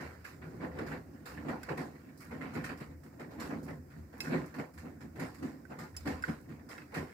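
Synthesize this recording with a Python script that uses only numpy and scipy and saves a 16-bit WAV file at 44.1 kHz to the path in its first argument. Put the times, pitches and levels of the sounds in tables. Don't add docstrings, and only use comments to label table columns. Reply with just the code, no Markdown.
import sys
import numpy as np
from scipy import signal
from scipy.fft import rfft, irfft, next_fast_len
from scipy.io import wavfile
from scipy.ndimage import uniform_filter1d, map_coordinates

SR = 44100
rng = np.random.default_rng(int(sys.argv[2]) if len(sys.argv) > 2 else 0)


def to_wav(sig):
    pcm = np.clip(np.atleast_2d(sig), -1, 1) * 32767
    pcm = np.round(pcm).astype(np.int16)
    wavfile.write(sys.argv[1], SR, pcm.T)


def boost(x):
    u = np.asarray(x, float) / 20
    return 10 ** u


N = 314433

# frequency in Hz, level in dB per Hz.
MOTOR_COLOUR = [(15, -46), (25, -43), (42, -42), (55, -22), (75, 4), (144, 4.5), (189, -1), (283, 2.5),
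                (425, -14.5), (535, -22), (918, -26), (1400, -19.5), (1870, -20.5), (2500, -32),
                (3250, -90), (5500, -120)]
# frequency in Hz, level in dB per Hz.
HISS_COLOUR = [(1470, -36), (2500, -49.5), (2940, -68), (3480, -46), (4820, 9), (6610, 5.5), (7830, 6),
               (10200, 0.5), (12000, 6), (14000, 5), (15100, 13), (15800, 4.5)]
# start in seconds, peak level in dB, drain time in seconds.
DROPLETS = [(2.174, -58, .14), (2.204, -59.5, .3), (2.775, -64, 0.11), (3.628, -58.5, 0.19),
            (4.178, -64.5, .12), (4.458, -62, .12), (4.736, -64.5, .12), (5.345, -62, .12),
            (3.035, -67.5, 0.18), (1.257, -58, .1), (5.965, -55, 0.11), (6.41, -68, 0.11)]
# frequency in Hz, level in dB per Hz.
DROPLET_COLOUR = [(3000, -40), (3900, -6), (4970, 1), (6210, -5), (7310, -2), (8330, -4), (11700, -4),
                  (15800, -4)]
# frequency in Hz, level in dB.
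RUB_MODES = [(855.9, -59), (1222, -62.5), (1416, -63.5), (1599, -68), (1782, -68), (2062, -68.5)]
# start in seconds, end in seconds.
RUB_SPAN = (5.78, 5.9)
# start in seconds, knock level in dB, knock pitch in Hz, rim ring in dB,
# ring of the hard part in dB.
ZIP_TICKS = [(0.25, -41, 1630, -60, -63), (1.3758, -46, 1750, -70, -79), (1.6317, -40, 1530, -57, -52),
             (1.7771, -37.5, 1876, -58, -68), (2.6429, -36.5, 1850, -52.5, -61),
             (4.2047, -44, 1580, -44.5, -43), (4.242, -52, 1630, -57, -65), (5.6518, -49, 1530, -86, -73),
             (5.9662, -60, 1420, -63, -45.5), (6.0743, -39.5, 1750, -52, -56),
             (6.224, -43, 1580, -64, -56.5), (6.2378, -25, 1500, -68, -71), (6.714, -51, 1380, -55, -66),
             (6.78, -43.5, 1420, -57, -77), (6.8182, -49.5, 1530, -63, -82)]
# ratio to the knock pitch, level in dB, 60 dB decay in seconds.
KNOCK_MODES = [(1.001, 6, 0.031), (1.27, -11, 0.059), (1.37, -9, 0.028)]
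# frequency in Hz, level in dB, 60 dB decay in seconds.
RIM_MODES = [(2105, 2, 0.047), (2560, -6, 0.11), (2640, -4.5, 0.13), (3250, -6, 0.024), (3870, -10, .03)]
# frequency in Hz, level in dB, 60 dB decay in seconds.
ZIP_MODES = [(4800, -5, .05), (5220, -2, .08), (5600, -6, .04), (7280, -4, .05), (8750, -7, .05),
             (9240, -5, .04), (10550, -11, .04), (13300, -11, .04)]
# start in seconds, peak in dB, spray in dB, drain time in seconds.
FLOPS = [(.602, -43, -31, 0.3), (0.618, -39.5, -34, 0.23), (0.787, -31, -22, 0.1),
         (1.4526, -45, -27.5, .21), (1.485, -31, -22, 0.22), (1.69, -29.5, -22.5, 0.13),
         (1.774, -36, -13.5, 0.27), (2.311, -39, -21, 0.23), (3.196, -40.5, -16.5, 0.16),
         (3.3069, -46.5, -14.5, 0.27), (3.5045, -36.5, -22, 0.19), (3.682, -38.5, -21.5, 0.16),
         (4.128, -48.5, -20, 0.51), (4.328, -36, -24, 0.25), (4.586, -35.5, -18.5, 0.2),
         (4.8524, -49.5, -26, 0.13), (5.704, -45.5, -20, 0.34), (6.072, -34, -13, .22),
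         (6.921, -44, -20.5, 0.3)]
# start in seconds, peak in dB, spray in dB, drain time in seconds.
SLAPS = [(.006, -38, -16.5, 0.28), (.7662, -43, -29, 0.13), (0.915, -33, -26, 0.19),
         (1.257, -38.5, -10.5, 0.33), (1.372, -41, -32, 0.21), (2.411, -34, -24, 0.22),
         (2.5374, -40.5, -13, 0.3), (2.551, -35.5, -25, 0.27), (2.693, -32, -29, 0.15),
         (2.7744, -47, -11, 0.2), (2.804, -40, -17, .21), (3.035, -53, -14, 0.26), (3.4, -33.5, -11, 0.26),
         (.737, -50, -28, .1), (2.088, -52.5, -28, 0.19), (3.88, -59.5, -25, 0.092),
         (6.966, -38, -18, 0.12), (4.5421, -39.5, -15, 0.19), (5.007, -44.5, -13.5, .2),
         (5.158, -45.5, -16, 0.39), (5.1966, -35.5, -12, 0.3), (5.4246, -43, -12, 0.35),
         (5.788, -39, -10, 0.24), (6.0566, -35.5, -15, 0.36), (6.2806, -36.5, -17, 0.24),
         (6.491, -48, -19, 0.28), (6.5925, -48.5, -27, 0.083), (6.69, -40.5, -9, 0.3),
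         (6.943, -31, -14.5, .25)]
# start in seconds, peak in dB, spray in dB, drain time in seconds.
FLICKS = [(0.245, -40, -11, 0.3), (.418, -42, -30.5, 0.23), (.865, -38.5, -14, 0.29),
          (1.6322, -47, -10.5, 0.23), (2.204, -44.5, -20, 0.33), (2.641, -32.5, -13, 0.21),
          (3.9035, -50, -15.5, 0.36), (4.2043, -51, 4.5, 0.34), (4.247, -35.5, -19, 0.64),
          (4.7361, -56, -16, 0.2), (4.777, -43, -9.5, 0.18), (5.3448, -47, -9, 0.13),
          (5.3857, -48.5, -8.5, 0.11), (5.9454, -47, -20.5, 0.088), (5.965, -56, 4.5, .26),
          (6.237, -36.5, -15.5, 0.23), (6.725, -43.5, -20, .2), (6.778, -44, -17, 0.22)]
# time in seconds, level in dB.
POOL_LEVEL = [(0.0, -48.5), (0.42, -78), (0.79, -58), (1.11, -75), (1.65, -55.5), (1.98, -64.5),
              (2.14, -71), (2.56, -55), (2.96, -75.5), (3.53, -69.5), (3.81, -77), (4.43, -64),
              (4.91, -83.5), (6.27, -60), (6.57, -76.5), (7.13, -57)]
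# frequency in Hz, level in dB per Hz.
FLOP_COLOUR = [(290, -12), (500, 3), (543, -3), (930, -7), (1100, -7.5), (1430, -24), (2420, -120)]
# frequency in Hz, level in dB per Hz.
WASH_COLOUR = [(650, -39), (1100, -4.5), (1170, -3), (1460, -1), (1850, 0.5), (2630, -12), (2890, -17),
               (3600, -24.5), (4680, -21), (7920, -120)]
# frequency in Hz, level in dB per Hz.
SPRAY_COLOUR = [(1650, -7.5), (2700, -10), (3300, -14), (3900, -5), (5290, 0), (6440, -10.5), (7180, -5.5),
                (8360, -10.5), (9110, -10.5), (9940, -15), (13000, -11.5), (14100, -19), (15100, -8),
                (15800, -41)]
# frequency in Hz, width in Hz, level in dB.
DRUM_MODES = [(749, 15, 8.5), (856, 43, 3), (1022, 49, 6), (1420, 95, 3.5), (1530, 76, 0.5), (1820, 99, 1),
              (2237, 45, 4.5), (2640, 220, 2), (5380, 500, -3.5)]
# moment of the peak in seconds, thud level in dB, time to fade 20 dB
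# in seconds, hardness in dB, side panels over back panel in dB.
DROPS = [(0.466, -47, 0.64, -9.5, -5.5), (1.713, -38, 0.0848, -4, -7), (2.351, -43.5, 0.37, -19.3, 4.5),
         (2.446, -42.5, 0.25, -15, 4.5), (2.563, -32.5, 0.11, -14.0, -2.5),
         (2.815, -40.5, 0.04, -11.1, -5.4), (3.137, -57, 0.086, -6.4, -4.4), (3.218, -47.8, 0.4, -8.6, 3.3),
         (3.396, -45.0, 0.22, -11.5, 9.0), (4.855, -45.7, 0.24, -10.9, 3.3), (5.435, -40, 0.2, -13, 8),
         (6.074, -33.1, 0.11, -13, 8.5), (6.288, -31.7, 0.07, -14, 3.4), (6.978, -33.5, 0.1, -8.2, -0.6)]
# moment of the peak in seconds, thud level in dB, time to fade 20 dB
# in seconds, hardness in dB, side panels over back panel in dB.
ROLLS = [(0.032, -43.5, 0.07, -7, -0.5), (0.331, -55.4, 0.04, -11.1, 0.8), (0.645, -39, 0.08, -7.5, 0),
         (0.821, -40.8, 0.1549, -5.5, -1.9), (0.933, -41.5, 0.14, -8.5, 0.5), (1.15, -50.3, 0.13, -12, 6.5),
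         (1.319, -55, 1, -13, -1.3), (1.494, -36.5, 0.15, -12.3, 6.5), (1.813, -38.3, 0.11, -11.0, 1.8),
         (1.959, -48, 0, -10.0, -3), (2.077, -50.5, 0.04, -26, 9.9), (2.221, -56, 1, -17, -0.6),
         (2.714, -42.5, 0.09, -12.0, 5.5), (2.914, -46, 0.07, -16, 0.5), (3.065, -47.4, 0.08, -14.0, -1.4),
         (3.543, -40.2, 0.23, -11, 5.5), (3.707, -43, 0.17, -12, -5), (3.988, -44.5, 0.06, -18, -5.5),
         (4.345, -29.8, 0.1378, -10, 1), (4.599, -35.5, 0.0558, -12.5, 1.2), (4.756, -59.2, 0.6, -12.5, 1),
         (5.045, -42.2, 0.06, -29.9, 6.3), (5.229, -38, 0.11, -9, -1), (5.721, -44.8, 0.03, -3, 3),
         (5.813, -47, 0.15, -11.3, -4.5), (6.515, -43.8, 0.08, -16.3, -3.5),
         (6.632, -55.5, 0.8, -12.5, 5.3), (6.787, -50, 0.04, -19.5, 14.3)]
# moment of the peak in seconds, level in dB, time to fade 20 dB in
# seconds.
SWAYS = [(.007, -49.5, 0.4), (.25, -55, .3), (.5, -54, 0.5), (.78, -47, .45), (1.1, -56, 0.5),
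         (1.4, -49.5, 0.36), (1.7, -52, 0.45), (2.3, -53.5, 0.3), (2.62, -53, 0.5), (2.9, -50.5, 0.35),
         (3.4, -49.5, .3), (3.62, -54, 0.5), (3.79, -51, 0.4), (4, -48, .2), (4.2, -56, .2), (4.4, -51, .2),
         (4.8, -50, 0.3), (5.12, -53, 0.5), (5.44, -55.5, 0.5), (5.72, -57, 0), (6.05, -40, .3),
         (6.3, -52, .3), (6.55, -55, .3), (7, -47, 0.15)]
# frequency in Hz, width in Hz, level in dB.
PANEL_MODES = [(111.7, 16, -8.5), (151.8, 13, 3.5), (175.6, 33, -7), (224.9, 19.9, -1), (270.1, 21.6, 0),
               (305.6, 22.4, -3)]
# frequency in Hz, width in Hz, level in dB.
DOOR_MODES = [(361.8, 55, 3.5), (467.6, 12, 0), (507, 12, 3), (569, 34, -1), (643, 167, -5.5)]
# frequency in Hz, width in Hz, level in dB.
FRAME_MODES = [(58, 9, -10), (81, 6, 0)]
# frequency in Hz, likeness from -1 to 1.
LIKENESS = [(60, 0.95), (130, .98), (220, .94), (330, .72), (640, 0.26), (1650, 0.013), (4970, 0.026),
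            (15000, -0.062)]
# frequency in Hz, left over right in dB.
LEFT_LEAN = [(60, 0), (130, 0), (250, -2.5), (600, 1.5), (1200, -3), (2400, -4.5), (4500, -3.5),
             (8000, -9.5), (11000, -8.5), (15000, -9)]

DROP_RISE, ROLL_RISE, SWAY_RISE = 0.24, 0.89, 0.59
IDLE_THUD_DB, IDLE_SWAY_DB = -63, -64.5
DOOR_DB, WET_PER_HARD = 3.5, 0.77
SPLASH_DB, SPLASH_FADE = -4.5, 0.73
MIST_DB, MIST_FOLLOWS = -71.5, 0.61
FLOP_BODY_DB, SLAP_BODY_DB, FLICK_BODY_DB = -1.5, -7.5, -14
SWELL_BEND = 1.12
BUBBLES_PER_S, BUBBLE_HZ, BUBBLE_DB = 260, 1350, -23
BUBBLE_SPREAD, BUBBLE_CYCLES = 0.272, 9.3


def unit(x):
    return x / np.sqrt(np.mean(x ** 2) + 1e-20)


def evened(x, even_s):
    width = round(even_s * SR)
    power = uniform_filter1d(uniform_filter1d(x ** 2, width), width)
    return x / np.sqrt(np.abs(power) + 1e-20)


def along(points, hz):
    f, v = np.transpose(points)
    return np.interp(np.log(hz + 1), np.log(f + 1), v)


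def wobble(rate):
    coarse = np.arange(0, N + 8, 8)
    knots = rng.standard_normal(int(N * rate / SR) + 4)
    return np.interp(np.arange(N), coarse, map_coordinates(knots, [coarse * rate / SR]))


def filtered(x, response):
    m = next_fast_len(N + SR // 2)
    return irfft(rfft(x, m) * response(np.fft.rfftfreq(m, 1 / SR)), m)[..., :N]


def coloured(x, spectrum):
    return filtered(x, lambda hz: boost(along(spectrum, hz)))


def rush(patchy_db, drops_db):
    z = signal.stft(rng.standard_normal((2, N)), nperseg=512)[2]
    field = rng.standard_normal(z.shape[1:])
    field = uniform_filter1d(uniform_filter1d(field, 5, 0), 8, 1)
    pair = signal.istft(z * boost(patchy_db * unit(field)), nperseg=512)[1][:, :N]
    return unit(pair * boost(drops_db * wobble(400)))


def resonances(modes):
    def response(f):
        total = 0
        for k, (c, w, db) in enumerate(modes):
            total = total + (-1) ** k * boost(db) * 1j * f * w / (c * c - f * f + 1j * f * w)
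        return total
    return response


def ring(modes, db, t):
    hz, level_db, t60 = np.transpose(modes)[:, :, None]
    strength, phase = rng.standard_normal((2, 2, len(modes), 1))
    decay = boost(db + level_db + 2.5 * strength - 60 * t / t60)
    return (decay * np.sin(2 * np.pi * hz * t + 3 * phase)).sum(1)


def swells(s, db, fade_s, rise, idle_db):
    rise = np.maximum(rise, .1)
    since = np.arange(0, N + 64, 64) / SR - s[:, None]
    fade_s = np.maximum(fade_s, .04)[:, None]
    away = np.maximum(since / fade_s, -since / (fade_s * rise[:, None]))
    each = boost(db[:, None] - 20 * away ** SWELL_BEND)
    level_db = 10 * np.log10((each ** 2).sum(0) + boost(idle_db) ** 2)
    return np.interp(np.arange(N) / 64, np.arange(len(level_db)), level_db)


def landings():
    rise = np.repeat([DROP_RISE, ROLL_RISE], [len(DROPS), len(ROLLS)])
    return (*np.transpose([*DROPS, *ROLLS]), rise)


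def slap_shape(extra_db, speed, rise, bend):
    power, t = np.zeros(N + SR), np.arange(SR // 3) / SR
    for (s, db, _, drain), more_db in zip([*FLOPS, *SLAPS, *FLICKS], extra_db):
        drained_db = 60 * (t * speed / max(drain, .03)) ** bend
        shape = (1 - np.exp(-t / rise)) * boost(db + more_db - drained_db)
        start = max(round((s - rise) * SR), 0)
        power[start:][:len(t)] += shape ** 2
    return np.sqrt(power[:N])


def motor():
    bearings = rush(patchy_db=3, drops_db=0)
    drain = rush(patchy_db=.5, drops_db=0)
    rumble = unit(coloured(bearings, MOTOR_COLOUR))
    hiss = unit(coloured(drain, HISS_COLOUR))
    return boost(-57) * rumble + boost(-74.5) * hiss


def droplets():
    power, t = np.zeros(N + SR), np.arange(SR // 3) / SR
    for s, db, drain in DROPLETS:
        shape = (1 - np.exp(-t / 0.0013)) * boost(db - 40 * t / max(drain, .03))
        power[round(s * SR):][:len(t)] += shape ** 2
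    return np.sqrt(power[:N]) * unit(coloured(rush(patchy_db=2.0, drops_db=2.5), DROPLET_COLOUR))


def bubbles():
    when, pitch, size, side = rng.random((1800, 4)).T
    when = np.cumsum(-np.log(when)) / BUBBLES_PER_S
    hz = BUBBLE_HZ * np.exp(BUBBLE_SPREAD * 3.42 * (pitch - .5))[:, None]
    cycles = np.arange(700) / SR * hz
    tone = np.sin(2 * np.pi * cycles * (1 + .012 * cycles))
    blip = tone * cycles * np.exp(-3.5 * cycles / BUBBLE_CYCLES) * boost(9 * size)[:, None]
    where = (np.round(when * SR).astype(int)[:, None] + np.arange(700)).ravel()
    pair = []
    for turn in (np.cos, np.sin):
        placed = blip * turn(6 * side)[:, None]
        pair.append(np.bincount(where, placed.ravel(), N)[:N])
    no_change = np.zeros(len(FLOPS) + len(SLAPS) + len(FLICKS))
    slapped = slap_shape(no_change, speed=0.91, rise=.003, bend=1.53)
    return boost(BUBBLE_DB) * slapped * unit(np.array(pair))


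def rub():
    t = np.arange(N) / SR
    start, end = RUB_SPAN
    stroke = np.sin(np.pi * np.clip((t - start) / (end - start), 0, 1) ** 0.89)
    singing = np.zeros((2, N))
    for hz, db in RUB_MODES:
        unsteady = boost(db + 5 + 4 * wobble(50))
        singing += unsteady * np.sin(2 * np.pi * hz * t + rng.uniform(0, 7.2, (2, 1)))
    return stroke * singing


def zip_pull():
    out, rim = np.zeros((2, N + SR)), np.zeros((2, N + SR))
    t = np.arange(SR // 4) / SR
    for s, knock_db, knock_hz, rim_db, hard_db in ZIP_TICKS:
        wall = np.multiply(KNOCK_MODES, [knock_hz, 1, 1])
        knock = (1 - np.exp(-t / 0.0016)) * ring(wall, knock_db - 0.5, t)
        snap = boost(hard_db + 2.5 - 60 * t / 0.021) * rng.standard_normal((2, len(t)))
        chatter = np.bincount([0, *rng.integers(60, 330, size=3)], [0.82, 0.78, 0.26, 0.17])
        snaps = signal.fftconvolve(snap, chatter[None], axes=1)[:, :len(t)]
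        start = round(s * SR)
        out[:, start:][:, :len(t)] += knock + snaps
        rim[:, start:][:, :len(t)] += ring(RIM_MODES, rim_db + 3.5, t) + ring(ZIP_MODES, hard_db, t)
    unsteady = boost(4 * np.array([wobble(70), wobble(70)]))
    return out[:, :N] + rim[:, :N] * unsteady


def wet_steel(spectrum):
    def response(f):
        bumps_db = sum(db / (1 + (2 * (f - c) / w) ** 2) for c, w, db in DRUM_MODES)
        return boost(along(spectrum, f) + bumps_db)
    return response


def grain(spectrum, patchy_db, drops_db):
    return evened(filtered(rush(patchy_db, drops_db), wet_steel(spectrum)), 0.038)


def water():
    s, db, fade_s, hardness_db, _, rise = landings()
    pool_s, pool_points_db = np.transpose(POOL_LEVEL)
    pool_db = np.interp(np.arange(N) / SR, pool_s, pool_points_db)
    thrown_db = db + WET_PER_HARD * hardness_db + SPLASH_DB
    splash_db = swells(s, thrown_db, fade_s * SPLASH_FADE, rise, idle_db=-99)
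    wash_db = 10 * np.log10(boost(splash_db) ** 2 + boost(pool_db) ** 2)
    slosh = boost(wash_db - 3 + 2.05 * wobble(30))
    mist = boost(MIST_DB + MIST_FOLLOWS * (wash_db + 57.5) + wobble(42))

    more_spray_db = np.array([*FLOPS, *SLAPS, *FLICKS])[:, 2]
    kinds = [len(FLOPS), len(SLAPS), len(FLICKS)]
    more_flop_db = np.repeat([FLOP_BODY_DB, SLAP_BODY_DB, FLICK_BODY_DB], kinds)
    flop_slaps = slap_shape(more_flop_db - 6, speed=0.85, rise=0.0086, bend=1.8)
    wash_slaps = slap_shape(np.full(sum(kinds), -11.0), speed=1.013, rise=0.003, bend=1.535)
    spray_slaps = slap_shape(more_spray_db - 6, speed=0.74, rise=0.0021, bend=1.18)

    flop = np.hypot(boost(-1.7) * slosh, flop_slaps) * grain(FLOP_COLOUR, patchy_db=2.5, drops_db=2.5)
    wash = np.hypot(slosh, wash_slaps) * grain(WASH_COLOUR, patchy_db=2.5, drops_db=2.0)
    spray = np.hypot(mist, spray_slaps) * grain(SPRAY_COLOUR, patchy_db=2.4, drops_db=1.0)
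    return flop + wash + spray


def shaken(bodies, soft_hz, even_s):
    pushes = rush(patchy_db=1.3, drops_db=2.0)
    total = 0
    for modes, force_db in bodies:
        body = resonances(modes)
        ringing = filtered(pushes, lambda f: body(f) / (1 + 1j * f / soft_hz) ** 2)
        total = total + boost(force_db) * evened(ringing, even_s)
    return total


def thuds():
    s, db, fade_s, hardness_db, sides_db, rise = landings()
    lumps_db = 1.2 * wobble(35)
    back_db = swells(s, db - 4 - sides_db / 2, fade_s, rise, IDLE_THUD_DB - 4) + lumps_db
    side_db = swells(s, db - 3.5 + sides_db / 2, fade_s, rise, IDLE_THUD_DB - 3.1) + lumps_db
    hard_db = swells(s, db + DOOR_DB + hardness_db, fade_s, rise, IDLE_THUD_DB - 2.5) + lumps_db
    sway_db = swells(*np.transpose(SWAYS), np.full(len(SWAYS), SWAY_RISE), IDLE_SWAY_DB)
    panels = shaken([(PANEL_MODES[:3], back_db), (PANEL_MODES[3:], side_db)], soft_hz=870, even_s=0.077)
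    door = shaken([(DOOR_MODES, hard_db)], soft_hz=1440, even_s=0.096)
    frame = shaken([(FRAME_MODES, sway_db - .3)], soft_hz=300, even_s=0.2)
    return panels + door + frame


def heard(pair):
    def spread(hz):
        turn = np.arccos(np.clip(along(LIKENESS, hz), -1, 1)) / 2
        return np.array([np.cos(turn), np.sin(turn)])

    def lean(hz):
        return boost(np.array([[.5], [-.5]]) * along(LEFT_LEAN, hz))

    mid, side = filtered(pair, spread)
    return filtered(np.array([mid + side, mid - side]), lean)


def scene():
    background = motor() + droplets() + bubbles()
    drum = rub() + zip_pull() + water() + thuds()
    return heard(background + drum)


def low_pass(x):
    return signal.sosfilt(signal.butter(12, 15830, fs=SR, output="sos"), x)


def record(dry):
    def mic(hz):
        return (hz < 15830) * (1j * hz / (38 + 1j * hz)) ** 3

    mix = filtered(dry, mic)
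    return low_pass(mix)


dry = scene()
out = record(dry)
to_wav(out)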